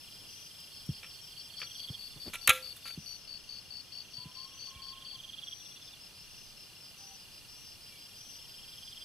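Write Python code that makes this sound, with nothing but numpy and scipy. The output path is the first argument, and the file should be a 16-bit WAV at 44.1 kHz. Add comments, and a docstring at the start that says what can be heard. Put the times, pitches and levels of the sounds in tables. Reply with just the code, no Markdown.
"""A fast rattling caller, quick pips and crickets are heard first, over murmuring water, at night in a bamboo thicket.
A thrown piece of bamboo brushes the stems and lands with a clack, among soft bumps, scuffs and ticks.
Far off, a bird gives a long, broken whistle. Insects are trains of short tones, one for each wing stroke.
Bamboo is bursts of noise with ringing tones, bumps are sinking tones, and water, air and cloth are shaped noise."""
import sys
import numpy as np
from scipy import signal
from scipy.fft import rfft, irfft, next_fast_len
from scipy.io import wavfile

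SR = 44100
rng = np.random.default_rng(int(sys.argv[2]) if len(sys.argv) > 2 else 0)


def transcribe(signal):
    """Save signal, clipped to [-1, 1], as a 16-bit WAV file at the path in sys.argv[1]."""
    frames = np.atleast_2d(signal).T
    limited = np.clip(frames, -1, 1)
    pcm = np.round(limited * 32767).astype(np.int16)
    wavfile.write(sys.argv[1], SR, pcm)


N = 398663
TIME = np.arange(N) / SR
# sound scattered by the stems, compared with the direct sound, for close and distant callers
CLOSE_WET_DB, FAR_WET_DB = -17, -7.5


def from_db(db):
    """Turn decibels into a plain gain."""
    return 10 ** (np.asarray(db) / 20)


def rms_one(x):
    """Scale a signal to an average strength (rms) of 1."""
    return x / np.sqrt(np.mean(x ** 2) + 1e-20)


def seconds(length):
    """The time of each sample in a sound of this length."""
    return np.arange(int(length * SR)) / SR


def evenly(first, last, per_s):
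    """Equally spaced times from first to last, at about this rate."""
    return np.linspace(first, last, round((last - first) * per_s) + 1)


def add(track, s, sound):
    """Mix a sound in from time s."""
    start = max(int(s * SR), 0)
    part = sound[:max(N - start, 0)]
    track[start:start + len(part)] += part


def sine(hz):
    """A pure tone that follows a changing pitch, from a random starting phase."""
    return np.sin(2 * np.pi * (np.cumsum(hz) / SR + rng.random()))


def low_pass(x, hz):
    """Soften everything above a cut-off pitch."""
    return signal.sosfilt(signal.butter(2, min(hz, .45 * SR), fs=SR, output="sos"), x)


def noise(spectrum):
    """Noise of a given colour, rms 1: random sound with each pitch range weighted."""
    hz, db = np.transpose(spectrum)
    size = next_fast_len(N)
    bins = np.arange(size // 2 + 1) * SR / size
    weight_db = np.interp(np.log(bins + 1), np.log(hz), db, left=-100, right=-100)
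    white = rfft(rng.standard_normal(size))
    return rms_one(irfft(white * from_db(weight_db), size)[:N])


def wide(spectrum, side_db):
    """Stereo noise: a common part and a part with opposite signs in the two ears."""
    common = noise(spectrum)
    return common + from_db(side_db) * noise(spectrum) * [[1], [-1]]


def scattered(x, t60):
    """Sound thrown back by the surrounding stems: many random echoes that fade by 60 dB in t60 s."""
    t = seconds(t60)
    echoes = rng.standard_normal(len(t)) * from_db(-60 * t / t60)
    return signal.oaconvolve(x, echoes / np.linalg.norm(echoes))[:N]


def ahead(x, wet_db, t60):
    """A source straight in front, with its scatter, alike in both ears."""
    return x + scattered(x, t60) * from_db(wet_db)


def place(x, pan_db, lead_ms, wet_db, t60=.25, scatter_side_db=-12):
    """A source with its own level and arrival time at each ear, and scatter from all round."""
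    heard = ahead(x, wet_db, t60)
    right = np.interp(TIME - lead_ms / 1000, TIME, heard)
    ears = np.array([heard, right]) * from_db([[pan_db / 2], [-pan_db / 2]])
    # a further part of the scatter differs between the ears
    return ears + from_db(wet_db + scatter_side_db) * scattered(x, t60) * [[1], [-1]]


def stroke(hz, length, fall):
    """One wing stroke: a tone that swells and fades while its pitch sinks (rises if fall is negative)."""
    u = seconds(length) / length
    return np.sin(np.pi * u) ** 0.46 * sine(hz * (1 + fall * (1 / 3 - u ** 2)))


def cricket(chirps, hz, strokes_per_s, duty, fall, jitter=0.0035):
    """Each chirp is a train of slightly uneven wing strokes, on average strongest in the middle."""
    out = np.zeros(N)
    for s, length, db in chirps:
        count = max(round(length * strokes_per_s), 1)
        for k, (late, sharp, loud) in enumerate(rng.standard_normal((count, 3))):
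            gain = from_db(db + loud) * np.sin(np.pi * (k + .5) / count) ** 0.097
            start = s + (k + .03 * late) / strokes_per_s
            add(out, start, gain * stroke(hz * (1 + jitter * sharp), duty / strokes_per_s, fall))
    return out


def bouts(rows, length):
    """Spread chirps evenly through each bout."""
    return [(s, length, db) for first, last, rate, db in rows for s in evenly(first, last, rate)]


# colours of the water, the far insects and the hiss: pitch_hz, relative level_db (power per Hz)
RIVER = [(25, -24), (60, -15.5), (90, -10), (150, -11.5), (260, -18), (450, -21), (2200, -25), (3000, -61)]
CHORUS = [(2150, -29), (2450, -3.5), (2620, -16), (2850, -6), (3400, -4), (3800, -11), (4500, -1.5),
          (4850, -8), (5300, -7), (6200, -9.5), (7200, -24.5)]
HISS = [(2000, -7), (6500, -5), (7300, -6), (7750, 0.5), (8700, 1), (9250, -4.5), (10200, 3), (10900, 2.5),
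        (11300, -1), (13000, -2), (13900, -10), (15400, -2.5)]
# how the hiss level moves: time_s, relative level_db
HISS_LEVELS = [(0.0, -61.5), (2.67, -61), (3.25, -66), (9.04, -62)]


def background(river_db=-63, chorus_db=-58.0, hiss_offset_db=1.5, rumble_db=-72, gust_db=5):
    """Shaped noise for water, the blend of countless far insects, a fine high hiss and lumps of moving air."""
    river = from_db(river_db) * wide(RIVER, side_db=-7)
    chorus = from_db(chorus_db) * wide(CHORUS, side_db=-4.0)
    hiss_db = np.interp(TIME, *np.transpose(HISS_LEVELS)) + hiss_offset_db
    hiss = from_db(hiss_db) * wide(HISS, side_db=-11.0)
    slow_drift = np.tanh(rms_one(low_pass(rng.standard_normal(N), 0.91)))
    air = from_db(rumble_db + gust_db * slow_drift) * wide([(15, -3), (70, -15)], side_db=3.5)
    return river + chorus + hiss + air


# long high trills: start_s, length_s, relative level_db, pitch_hz
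TRILLS = [(0, 0.86, -58, 5170), (0.282, 0.19, -52.5, 5890), (1.098, .2, -58, 5590),
          (1.602, 0.21, -52, 5830), (2.32, 0.22, -56, 5790), (2.981, 0.22, -52.5, 5880),
          (3.051, 0.98, -59, 5250), (4.33, .19, -58, 5600), (4.534, 0.17, -52.5, 5930),
          (5.438, 0.32, -51.5, 5794), (6.221, 0.22, -59.5, 5830), (6.975, 0.2, -54, 5880),
          (7.486, 0.21, -57.5, 5630), (8.169, 0.21, -52, 5840)]
# bouts of the other far callers: first_chirp_s, last_chirp_s, chirps_per_s (about), relative level_db
BUZZER = [(.1, 2.21, 6, -50), (5.84, 6.6, 6, -53), (6.82, 8.14, 6, -49.5), (8.305, 8.995, 5.8, -48.5)]
LOW_TINKLER = [(2.62, 3.74, 5.3, -56), (5.48, 5.84, 5.5, -60)]
MID_TINKLER = [(0, .92, 5.5, -53.5), (3, 3.92, 5.4, -56.5), (5.63, 6.75, 5.4, -52.5),
               (8.385, 8.925, 5.5, -52)]
HIGH_TINKLER = [(.85, 1.57, 5.5, -53.5), (3.92, 4.83, 5.5, -58), (7.69, 8.41, 5.5, -59)]
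THIN_TRILLER = [(2.87, 4.57, 1.77, -59), (5.17, 8.76, 1.68, -58.5)]
LISPER = [(1.77, 3.04, 4.7, -53.5), (7.88, 8.68, 5, -58)]


def far_crickets():
    """Trains of wing strokes, with pitches and stroke rates set for each kind of caller."""
    buzzer = cricket(bouts(BUZZER, .09), hz=5045, strokes_per_s=144, duty=.95, fall=.01, jitter=.01)
    low = cricket(bouts(LOW_TINKLER, .09), hz=5060, strokes_per_s=44, duty=0.7, fall=.01)
    mid = cricket(bouts(MID_TINKLER, .085), hz=5274, strokes_per_s=36, duty=0.725, fall=0.022, jitter=0.01)
    high = cricket(bouts(HIGH_TINKLER, .085), hz=5450, strokes_per_s=38, duty=0.92, fall=0.016)
    trills = sum(cricket([(s, length, db)], hz, strokes_per_s=57, duty=1.17, fall=0.013)
                 for s, length, db, hz in TRILLS)
    thin = cricket(bouts(THIN_TRILLER, 0.16), hz=6096, strokes_per_s=94, duty=0.68, fall=0.041)
    lisper = cricket(bouts(LISPER, .12), hz=11430, strokes_per_s=200, duty=0.99, fall=.015, jitter=.014)
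    # caller, left minus right level in dB, left lead in ms
    seats = [(buzzer + lisper, .5, .03), (low + mid + high, 8, .03), (trills, 10, .043), (thin, -6, 0)]
    return sum(place(x, pan_db, lead_ms, FAR_WET_DB) for x, pan_db, lead_ms in seats)


# distant bird notes: start_s, length_s, relative level_db, pitch_hz, glide (rise as share of pitch)
BIRD_NOTES = [(4.164, .18, -61, 1003, 0.022), (4.351, 0.14, -55.5, 1050, .05), (4.48, 0.12, -65, 1082, 0),
              (4.649, 0.46, -56, 1070, -0.012), (4.74, .09, -60, 2310, 0), (5.129, .06, -58, 1060, 0),
              (5.25, .05, -63, 1052, 0), (6.98, .2, -63, 788, -0.026), (7.9, .09, -61, 2310, -.025)]


def bird(waver=0.006, flutter_db=2.5):
    """Nearly pure far notes that swell and fade, some gliding a little, blurred by the trees."""
    out = np.zeros(N)
    for s, length, db, hz, rise in BIRD_NOTES:
        u = seconds(length) / length
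        wobble = waver * rms_one(low_pass(rng.standard_normal(len(u)), 40))
        pitch = hz * (1 + rise * (u - .5) + wobble)
        flutter = flutter_db * rms_one(low_pass(rng.standard_normal(len(u)), 20))
        add(out, s, from_db(db + flutter) * np.sin(np.pi * u) ** 0.58 * sine(pitch))
    return ahead(out, wet_db=-16.5, t60=0.13)


# the pipper's runs: first_pip_s, last_pip_s
PIP_RUNS = [(.013, .128), (.239, .465), (.582, .783), (.907, 1.14), (1.278, 1.507), (1.64, 1.836),
            (1.984, 2.175), (2.271, 2.5), (2.64, 2.862), (2.968, 3.165), (3.252, 3.48), (3.568, 3.797),
            (3.921, 4.124), (4.187, 4.428), (4.522, 4.776), (4.923, 5.13), (5.243, 5.474), (5.628, 5.8),
            (5.91, 6.108), (6.184, 6.455), (6.579, 6.806), (6.886, 7.149), (7.228, 7.45), (7.529, 7.758),
            (7.864, 8.135), (8.297, 8.495), (8.585, 8.829), (8.95, 9.15)]


def pips(hz=2790, level_db=-52, straggler_db=-55, mean_gap_s=.033, slowing=.13, straggler_wait_s=.05):
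    """Single short strokes in runs that start quickly and slow down; a weaker one straggles after each run."""
    out = np.zeros(N)
    for first, last in PIP_RUNS:
        u = np.linspace(0, 1, round((last - first) / mean_gap_s) + 1)
        # gaps start shorter and end longer by the share "slowing"
        times = first + (last - first) * (u - slowing * u * (1 - u))
        run = [(s, level_db) for s in times] + [(last + straggler_wait_s, straggler_db)]
        for s, db in run:
            gain = from_db(db + rng.normal(0, 1))
            add(out, s - .004, gain * stroke(hz + rng.normal(0, 15), .0085, fall=.03))
    return place(out, pan_db=-1.0, lead_ms=-0.053, wet_db=FAR_WET_DB)


# cloth scuffs of a moving arm: start_s, length_s, relative level_db
SCUFFS = [(0.198, 0.087, -62), (1.87, .08, -59.5), (2.15, .05, -60.5), (2.249, 0.063, -52)]
# colour of the cloth noise: pitch_hz, relative level_db (power per Hz)
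CLOTH = [(60, -4), (150, 0), (450, -4), (1000, -15), (2500, -24)]


def scuffs():
    """Cloth slides in short swells of noise, made grainy by quick random changes of level."""
    swells = np.zeros(N)
    for s, length, db in SCUFFS:
        add(swells, s, from_db(db) * np.sin(np.pi * seconds(length) / length))
    grain_db = 3 * rms_one(low_pass(rng.standard_normal(N), 80))
    return swells * noise(CLOTH) * from_db(grain_db)


# soft bumps close by: start_s, relative level_db, pitch_scale_hz (the pitch sinks from 1.56 to 0.69 times this)
BUMPS = [(.89, -22, 125), (1.902, -31, 105), (2.16, -43, 133), (2.266, -39.5, 174), (2.487, -29.5, 86),
         (2.975, -32.5, 167), (4.181, -44.5, 107), (4.256, -38, 141), (4.757, -44.5, 74)]


def bumps(t60=0.036, sag=0.87, weight_db=-12, weight_hz=75, weight_t60=.06):
    """Dull thuds of a few cycles that sag in pitch, over a steady low thump."""
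    out, t = np.zeros(N), seconds(.15)
    for s, db, hz in BUMPS:
        pitch = hz * (0.69 + sag * np.exp(-t / 0.0076))
        swing = np.sin(2 * np.pi * np.cumsum(pitch) / SR) * from_db(-60 * t / t60)
        thump = np.sin(2 * np.pi * weight_hz * t) * from_db(weight_db - 60 * t / weight_t60)
        soft_start = 1 - np.exp(-t / 0.004)
        add(out, s, from_db(db + 9) * soft_start * (swing + thump))
    thuds = signal.sosfilt(signal.butter(2, [70, 480], "band", fs=SR, output="sos"), out)
    return ahead(thuds, wet_db=-9, t60=0.12)


# nearest cricket's bouts: first_chirp_s, last_chirp_s, chirp_length_s, relative level_db
NEAR = [(1.377, 1.377, .05, -43.5), (1.568, 2.411, .095, -42), (2.625, 2.843, .11, -41.3),
        (3.059, 4.351, .11, -41.8), (4.591, 5.049, .11, -42.5)]
# its neighbour of the same kind: first_chirp_s, last_chirp_s, chirps_per_s (about), relative level_db
NEIGHBOUR = [(.715, 2.09, 5.1, -52)]


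def near_crickets(chirps_per_s=4.65, second_beat_s=.0068, second_db=-3.0):
    """Each stroke of the nearest one has two beats, the second shorter and lower; a neighbour has one."""
    chirps = [(s, length, db) for first, last, length, db in NEAR for s in evenly(first, last, chirps_per_s)]
    later = [(s + second_beat_s, length, db) for s, length, db in chirps]
    first_beats = cricket(chirps, hz=4540, strokes_per_s=64, duty=.62, fall=.004, jitter=.002)
    second_beats = cricket(later, hz=4430, strokes_per_s=64, duty=.45, fall=.01)
    nearest = first_beats + from_db(second_db) * second_beats
    neighbour = cricket(bouts(NEIGHBOUR, .095), hz=4434, strokes_per_s=62.5, duty=0.83, fall=.012)
    return (place(nearest, pan_db=9.0, lead_ms=0.032, wet_db=CLOSE_WET_DB)
            + place(neighbour, pan_db=-8, lead_ms=0, wet_db=FAR_WET_DB))


# phrases swell to a climax, then any later notes are the ending:
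# start_s, climax_s, swell_time_s, swell_depth_db, relative ending_level_db
PHRASES = [(0, 1.98, 0.45, 14.5, -51.5), (3.5, 5.57, 0.86, 19.5, -49), (7.5, 9.35, .8, 20.5, -50)]


def rattle_effort(s, climax_db=-38, swell_shape=1.45, rest_hz=3147, lift_hz=100,
                  ending_hz=3370, ending_hz_per_s=180):
    """Level and pitch at time s: both rise toward the climax, then the level drops and the pitch steps up."""
    _, climax, swell_s, depth_db, ending_db = [row for row in PHRASES if row[0] <= s][-1]
    if s > climax:
        return ending_db, ending_hz + ending_hz_per_s * (s - climax)
    short_db = depth_db * (1 - np.exp(-((climax - s) / swell_s) ** swell_shape))
    return climax_db - short_db, rest_hz + lift_hz * from_db(-short_db)


# runs of rattle notes: first_note_s, last_note_s, notes_per_s (about)
RATTLE = [(.04, 1.847, 23.2), (1.894, 1.952, 18), (2.034, 2.281, 20), (2.34, 2.94, 18.5),
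          (3.884, 4.671, 23), (4.715, 5.159, 22.5), (5.204, 5.532, 21.3), (5.61, 5.94, 18),
          (7.88, 9.026, 21)]


def rattle(gap_s=.0063, growth_db=4.0, lead_hz=170, final_length=0.011):
    """A note is three short, growing pulses and a longer, lower one."""
    out = np.zeros(N)
    for s in np.concatenate([evenly(*run) for run in RATTLE]):
        db, hz = rattle_effort(s)
        final = stroke(hz, final_length, fall=0.07)
        add(out, s - .004, from_db(db + 4.5) * final * from_db(np.linspace(0, -7, len(final))))
        for k in range(1, 4):  # counting back from the final pulse
            lead = stroke(hz + lead_hz + rng.normal(0, 88), 0.0047, fall=-0.13)
            lead_db = db + 4.0 - k * growth_db + rng.normal(0, 1.7)
            add(out, s - .003 - k * gap_s + rng.normal(0, .0005), from_db(lead_db) * lead)
    return place(out, pan_db=-3, lead_ms=-0.027, wet_db=CLOSE_WET_DB)


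# bamboo knocks: start_s, relative level_db, hardness_hz (low-pass cut-off), relative ring_level_db
KNOCKS = [(1.031, -30.5, 3420, -11), (1.044, -33.5, 3400, -4.5), (1.617, -24, 3280, -19),
          (1.628, -31.5, 3200, -0.5), (2.4768, -4.5, 3500, -6.5), (2.4926, -3.5, 9000, -2),
          (2.5021, -4, 6700, -10.5), (2.856, -38.5, 2000, 8.5)]
# ringing tones of the hollow stick: pitch_hz, relative level_db, t60_s (time to fade by 60 dB)
STICK = [(517.5, -8.5, 0.32), (1233, -3, 0.065), (1360, 4.5, 0.11), (1630, -4, 0.12), (1825, -4.5, 0.1),
         (2020, -2, 0.09), (2300, 3, 0.09), (2370, 6, 0.085), (2640, 2, 0.064), (2860, 0, 0.06),
         (3160, 0, 0.081), (3470, 1, 0.09), (3645, -1, 0.072), (3920, 3, 0.085)]
# colour of the crack: pitch_hz, relative level_db (power per Hz)
CLACK = [(200, -25), (600, -14.5), (1050, -13.5), (1350, -2.5), (1600, -7), (2150, -3), (2400, 3),
         (3000, -2.5), (4050, -5), (4400, -23), (5000, -29), (6500, -10), (9300, -16.5), (10400, -5),
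         (15500, -26)]
# dry splinters and leaves snapping: start_s, relative level_db, t60_s
SNAPS = [(.603, -43, .03), (.863, -45, .03), (2.4744, -6.5, 0.024), (2.4946, -5, 0.014),
         (2.765, -40.5, 0.058)]
# brushing through stems and litter: start_s, length_s, relative level_db
BRUSHES = [(1.591, 0.013, -37), (2.282, 0.0075, -39.5), (2.331, 0.023, -27.5), (2.516, .06, -33.5),
           (2.852, 0.056, -39)]


def bamboo(crack_t60=0.041, ring_db=-22, crack_db=-9, snap_db=-6, brush_db=-3):
    """Blows crack and set the hollow stick ringing; splinters snap; brushing is a hail of tiny blows."""
    out, t = np.zeros(N), seconds(.25)
    clack = noise(CLACK)
    splinter = noise([(1000, 4), (3000, 0), (6000, 2), (10500, 12), (15500, 8.5)])

    def excerpt(sound, s):
        """Take a short piece of noise starting at time s."""
        return np.roll(sound, -int(s * SR))[:len(t)]

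    def blow(s, body_db):
        """One contact: a noisy crack and fading tones, each with a random strength and sign."""
        crack = excerpt(clack, s) * from_db(crack_db - 60 * t / crack_t60)
        ring = np.zeros(len(t))
        for hz, db, t60 in STICK:
            fade = from_db(db + rng.normal(0, 1.35) - 60 * t / t60)
            ring += fade * np.sin(2 * np.pi * hz * t) * rng.choice([-1, 1])
        return crack + from_db(ring_db + body_db) * ring

    for s, db, soft_hz, body_db in KNOCKS:
        add(out, s, from_db(db) * low_pass(blow(s, body_db), soft_hz))
    for s, db, t60 in SNAPS:
        add(out, s, excerpt(splinter, s) * from_db(db + snap_db - 60 * t / t60))
    for s, length, db in BRUSHES:
        for at in evenly(s, s + length, 300):
            gain = from_db(db + brush_db + rng.normal(0, 4.3))
            add(out, at + rng.uniform(0, 0.0022), gain * blow(at, -11.5))
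    return ahead(out, wet_db=-17, t60=.34)


def scene():
    """All the sounds together, from the background to the bamboo."""
    surroundings = background() + far_crickets() + bird() + pips()
    close_by = scuffs() + bumps() + near_crickets() + rattle() + bamboo()
    return surroundings + close_by


def record(dry, cutoff_hz=15600):
    """The highest peaks are rounded and the top is cut steeply."""
    rounded = .5 * np.tanh(dry / .5)
    return signal.sosfilt(signal.ellip(10, .1, 80, cutoff_hz, fs=SR, output="sos"), rounded)


dry = scene()
out = record(dry)
transcribe(out)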